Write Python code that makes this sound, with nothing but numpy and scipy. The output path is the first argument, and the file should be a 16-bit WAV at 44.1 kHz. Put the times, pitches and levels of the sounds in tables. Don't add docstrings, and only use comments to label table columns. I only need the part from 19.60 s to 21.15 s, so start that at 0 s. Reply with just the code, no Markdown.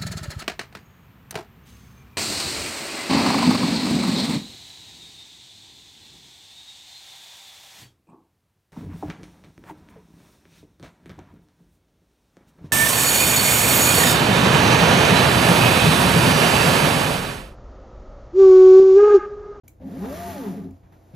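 import sys
import numpy as np
from scipy import signal
from scipy.fft import rfft, irfft
from scipy.io import wavfile
from scipy.ndimage import uniform_filter1d

SR = 44100
rng = np.random.default_rng(int(sys.argv[2]) if len(sys.argv) > 2 else 0)


def log_audio(samples):
    frames = np.atleast_2d(samples).T
    limited = np.clip(frames, -1, 1)
    pcm = np.round(limited * 32767).astype(np.int16)
    wavfile.write(sys.argv[1], SR, pcm)


N = 68355

PUMP_HUM = [(60, -59.5), (91.5, -56), (123, -62.5), (6659, -90)]
PUMP_RUMBLE = [(20, -23), (50, 1), (90, -9), (150, -10), (320, -11), (450, -19.5), (1000, -28.5),
               (4000, -50.5)]
HEAD_WHINE = [(270, -93), (317.6, -66.5), (382, -78), (517, -71), (673, -70), (797, -76)]
AIR_RUSH = [(100, -30), (300, 2.5), (700, 7), (1100, -4), (1800, -10), (3000, -16), (6500, -18),
            (13500, -19.5), (15000, -25)]
AIR_GAIN = [(.05, -5), (.18, -10), (1.15, 0), (1.22, -5.5), (1.29, -5), (1.36, -1), (1.5, 1.5)]
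VALVE_BLOWS = [(.0797, -44), (.0813, -44.5), (.092, -56), (1.108, -57.5)]
VALVE_MODES = [(2340, -8, .026), (7000, -13, .006), (11700, -14, .006), (13700, -13, .006)]
VALVE_CRACK = [(1000, -35), (2400, -7.5), (5000, -7), (7000, 4.5), (9000, -1), (13500, 6), (15500, -2.5)]
MOTOR_PITCH = [(0.2, 24.86), (0.26, 94.8), (0.315, 193.7), (0.36, 266.9), (0.402, 353.1), (0.46, 460.4),
               (0.55, 632.6), (0.6, 688), (0.65, 696), (0.705, 685.4), (0.754, 602.4), (0.842, 442),
               (0.9, 353.4), (0.98, 211.7), (1.04, 114.2), (1.11, 30.9)]
DRIVE_GAIN = [(.21, -1), (.31, -0.5), (.38, -0.5), (.44, 1.5), (.51, 2), (.64, -4), (.8, -1), (.9, -0.5),
              (.98, -2), (1.08, -1.5), (1.13, -6)]
# ratio to the main tone, force level/dB (starting, full speed, stopping), flutter/1
MOTOR_PARTIALS = [(.26, -62, -43.5, -55, 0.042), (.52, -32, -37.5, -30, 0.015),
                  (1, -39, -33.5, -35.5, 0.0047), (2.04, -33.5, -64.5, -30, 0.0612),
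                  (2.8, -43.5, -67.5, -43.5, 0.0302)]
# f/Hz, bandwidth/Hz, gain for tones/dB, judder drive/dB (starting, full speed, stopping)
FRAME_MODES = [(194.8, 26, 2.5, -48.5, -42.5, -39.5), (213.7, 49, -2, -44.5, -53.5, -44.5),
               (267.1, 17.1, 1.5, -40.5, -45.5, -37.5), (375, 27.5, -13.5, -61.5, -46, -51),
               (418.6, 45.2, 2, -67, -47, -52.5), (556, 67.5, -2, -48, -51, -67),
               (695, 46, -1.5, -60.5, -46, -60.5), (817, 72, -11.5, -61, -57.5, -61),
               (899, 35, -28, -65.5, -60, -80), (1184, 82, -19, -92, -49.5, -76),
               (1804, 234, -21, -84, -52.5, -84)]
RAIL_ROLL = [(50, -26), (90, 8.5), (200, 4), (400, -2), (800, -2), (1100, -1), (1500, -2.5), (2000, -7),
             (2800, -14.5), (5000, -19), (15000, -27)]
BELT_HISS = [(500, -13), (2000, 0.5), (3200, 2.5), (5000, -1.5), (7200, 1.5), (8400, -3.5), (10000, 3),
             (12000, 0), (13700, 2.5), (15500, -5)]
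HISS_ENVELOPE = [(.2, -81.5), (0.268, -65), (.34, -59), (.47, -51.5), (.55, -46), (.71, -44), (.79, -49),
                 (0.891, -51.5), (1.04, -66.5), (1.12, -85)]
LOOSE_RASP = [(300, -0.5), (600, 1.5), (830, 7), (1150, 1), (1450, -14), (1900, -10.5), (3000, -12.5),
              (15000, -36)]
BENCH_BOOM = [(.2, 70.2, -58), (.25, 65.8, -52), (.35, 74, -76), (.45, 81, -43), (.54, 80, -45),
              (.6, 90.5, -46), (.66, 81.8, -44.5), (.73, 80.5, -41.5), (.78, 85, -59), (.86, 95.7, -52),
              (.96, 102, -52.5), (1.06, 100.1, -48.5), (1.135, 88, -45.5), (1.17, 85, -59)]
KNOCK_BLOWS = [(0.21, -41.5, -83, -58, 0.04), (1.04, -34, -59.5, -76, 0.01), (1.228, -54, -99, -60, 0.084),
               (1.32, -56, -67, -54.5, 0.04), (1.535, -38, -69, -61.5, 0.18)]
THUD = [(40, -14), (90, 1.5), (170, 10.5), (300, -21), (700, -8.5), (1000, -34.5), (2000, -31.5),
        (4000, -35), (15000, -89)]
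CLACK = [(300, 3), (800, 10.5), (1900, 0.5), (3000, -10.5), (6000, -20.5), (15000, -32)]
CHAIN_BLOWS = [(.422, -43), (.441, -40), (.457, -42), (.473, -41.5), (.527, -47), (.853, -43.5),
               (.872, -46)]
CHAIN_MODES = [(802, 3, 0.05), (883, -2, 0.048), (1010, -2.5, .055), (1400, -11, 0.043), (2000, -15, 0.04)]
THIN_TONE = [(.59, 935, -62), (.65, 908, -52), (.7, 890, -49), (.73, 848, -56), (.78, 836, -52),
             (.82, 880, -54), (.86, 910, -53), (.91, 895, -66)]
STEREO_WIDTH = [(60, -17), (300, -8), (700, -1.5), (1400, 1), (2200, -16.5), (3000, -5.5), (4400, -28),
                (6500, -2.5), (8400, -49), (10000, 7), (15000, -32)]
LEFT_LAG = [(4900, 0), (6800, 1.2), (7850, 3.05), (8850, 3.22), (11100, 6.1), (13000, 6.6), (14200, 8.2),
            (14750, 9.35), (16000, 9.45)]

FULL_SPEED_HZ = 700
START_S, STOP_S, ATTACK_S, RELEASE_S = 0.198, 1.094, 0.0041, 0.037


def undb(db):
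    return 10 ** (np.asarray(db) / 20)


def unit(x):
    return x / np.sqrt(np.mean(x ** 2))


def clock():
    return np.arange(N) / SR


def curve(points):
    return np.interp(clock(), *np.array(points).T)


def drift(rate_hz):
    size = int(SR / rate_hz)
    steps = np.repeat(rng.standard_normal(N // size + 1), size)
    return unit(uniform_filter1d(uniform_filter1d(steps, size), size)[:N])


def response(points):
    hz, db = np.array(points, float).T
    return undb(np.interp(np.log(np.fft.rfftfreq(N, 1 / SR) + 1), np.log(hz), db))


def noise(spectrum):
    mid, side = rfft(rng.standard_normal((2, N))) * response(spectrum)
    width = response(STEREO_WIDTH)
    return unit(irfft(np.array([mid + width * side, mid - width * side]) / np.hypot(1, width), N))


def tone(hz, flutter, flutter_hz, rough_db, rough_hz):
    phase = 2 * np.pi * np.cumsum(hz * (1 + flutter * drift(flutter_hz))) / SR
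    return np.sqrt(2) * undb(rough_db * drift(rough_hz)) * np.sin(phase)


def resonate(x, hz, width_hz):
    return signal.lfilter(*signal.iirpeak(hz, hz / width_hz, fs=SR), x)


def room(x, wet_db, t60=0.2, low_hz=179):
    tail = rng.standard_normal((2, N)) * np.exp(-np.log(1000) * clock() / t60)
    tail = signal.sosfilt(signal.butter(2, low_hz, "high", fs=SR, output="sos"), tail)
    tail /= np.sqrt(np.sum(tail ** 2, axis=1, keepdims=True))
    return x + undb(wet_db) * signal.fftconvolve(x[None], tail, axes=1)[:, :N]


def hum(partials):
    return sum(undb(db) * tone(hz, flutter=0.00382, flutter_hz=5.4, rough_db=0.5, rough_hz=14.52)
               for hz, db in partials)


def idle_machine():
    pump = hum(PUMP_HUM) + undb(-57) * noise(PUMP_RUMBLE)
    head = hum(HEAD_WHINE) + undb(-61) * noise(AIR_RUSH)
    return pump + undb(curve(AIR_GAIN)) * head


def strike(blows, modes, crack, crack_db, crack_s=0.0027, scatter_db=2):
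    out = 0
    for at, blow_db in blows:
        age = np.maximum(clock() - at, 0)
        ring = 0
        for hz, db, t60 in modes:
            polarity, scatter = rng.standard_normal(2)
            amplitude = np.sign(polarity) * undb(db + scatter_db * scatter)
            ring += amplitude * np.sin(2 * np.pi * hz * age) * np.exp(-np.log(1000) * age / t60)
        burst = undb(crack_db) * noise(crack)[0] * (age > 0) * np.exp(-age / crack_s)
        out += undb(blow_db) * (ring + burst)
    return out


def valve():
    return room(strike(VALVE_BLOWS, VALVE_MODES, VALVE_CRACK, crack_db=2), wet_db=-7)


def gain_at_speed(start_db, full_db, stop_db, speed):
    slow_db = np.where(np.arange(N) < np.argmax(speed), start_db, stop_db)
    return undb(slow_db + (full_db - slow_db) * speed)


def motor(speed, drive, bass_cut_hz=166, direct_db=-38):
    force = 0
    for ratio, start_db, full_db, stop_db, flutter in MOTOR_PARTIALS:
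        hz = ratio * FULL_SPEED_HZ * speed
        partial = tone(hz, flutter, flutter_hz=69.98, rough_db=1.33, rough_hz=59)
        force += gain_at_speed(start_db, full_db, stop_db, speed) * partial
    force = signal.sosfilt(signal.butter(4, bass_cut_hz, "high", fs=SR, output="sos"), drive * force)
    ringing = sum(undb(db) * resonate(force, hz, width) for hz, width, db, *_ in FRAME_MODES)
    return undb(direct_db) * force + ringing


def judder(speed, drive):
    out = 0
    for hz, width, _, start_db, full_db, stop_db in FRAME_MODES:
        push = resonate(rng.standard_normal(N), hz, 2 * width)
        push /= np.std(resonate(push, hz, width))
        gain = drive * gain_at_speed(start_db, full_db, stop_db, speed ** 0.75)
        out += resonate(push * gain, hz, width)
    return out


def rails(speed, moving):
    roll = undb(-42) * speed * noise(RAIL_ROLL)
    hiss = undb(curve(HISS_ENVELOPE)) * noise(BELT_HISS)
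    grain = undb(drift(400))
    return moving * grain * (roll + hiss)


def loose_part(shake, speed, hz=422, width_hz=157):
    swing = resonate(resonate(shake, hz, width_hz), hz, 2 * width_hz)
    contact = np.maximum(swing, 0) * speed
    return undb(-55) * unit(contact) * noise(LOOSE_RASP)


def glide(points, **modulation):
    at, hz, db = np.array(points).T
    amplitude = np.interp(clock(), at, undb(db), left=0, right=0)
    return amplitude * tone(np.interp(clock(), at, hz), flutter_hz=60.15, rough_hz=49.9, **modulation)


def bench_boom():
    return glide(BENCH_BOOM, flutter=0.1238, rough_db=0.5)


def knocks(rise_s=0.003):
    out = 0
    for at, thud_db, tick_db, clack_db, decay_s in KNOCK_BLOWS:
        age = np.maximum(clock() - at, 0)
        envelope = (1 - np.exp(-age / rise_s)) * np.exp(-age / decay_s)
        for db, spectrum in (thud_db, THUD), (tick_db, BELT_HISS), (clack_db, CLACK):
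            out += envelope * undb(db) * noise(spectrum)
    return out


def cable_chain():
    return room(strike(CHAIN_BLOWS, CHAIN_MODES, CLACK, crack_db=-29), wet_db=0)


def thin_tone():
    return glide(THIN_TONE, flutter=0.022, rough_db=3.5)


def scene():
    t = clock()
    speed = curve(MOTOR_PITCH) / FULL_SPEED_HZ
    moving = np.clip((t - START_S) / ATTACK_S, 0, 1) * np.exp(-np.maximum(t - STOP_S, 0) / RELEASE_S)
    drive = moving * undb(curve(DRIVE_GAIN))
    shake = motor(speed, drive)
    body = shake + judder(speed, drive) + bench_boom() + thin_tone()
    pan = undb([[0.42], [-0.42]])
    gantry = pan * room(body, wet_db=-12) + rails(speed, moving) + loose_part(shake, speed)
    return gantry + cable_chain() + valve() + knocks() + idle_machine()


def record(dry, silence_s=0.034, fade_s=0.0043, top_hz=15700):
    lag = np.interp(np.fft.rfftfreq(N, 1 / SR), *np.array(LEFT_LAG).T)
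    shifted = irfft(rfft(dry) * np.exp(.5j * np.array([-lag, lag])), N)
    heard = shifted * np.clip((clock() - silence_s) / fade_s, 0, 1)
    return signal.sosfilt(signal.ellip(8, .2, 70, top_hz, fs=SR, output="sos"), heard)


dry = scene()
out = record(dry)
log_audio(out)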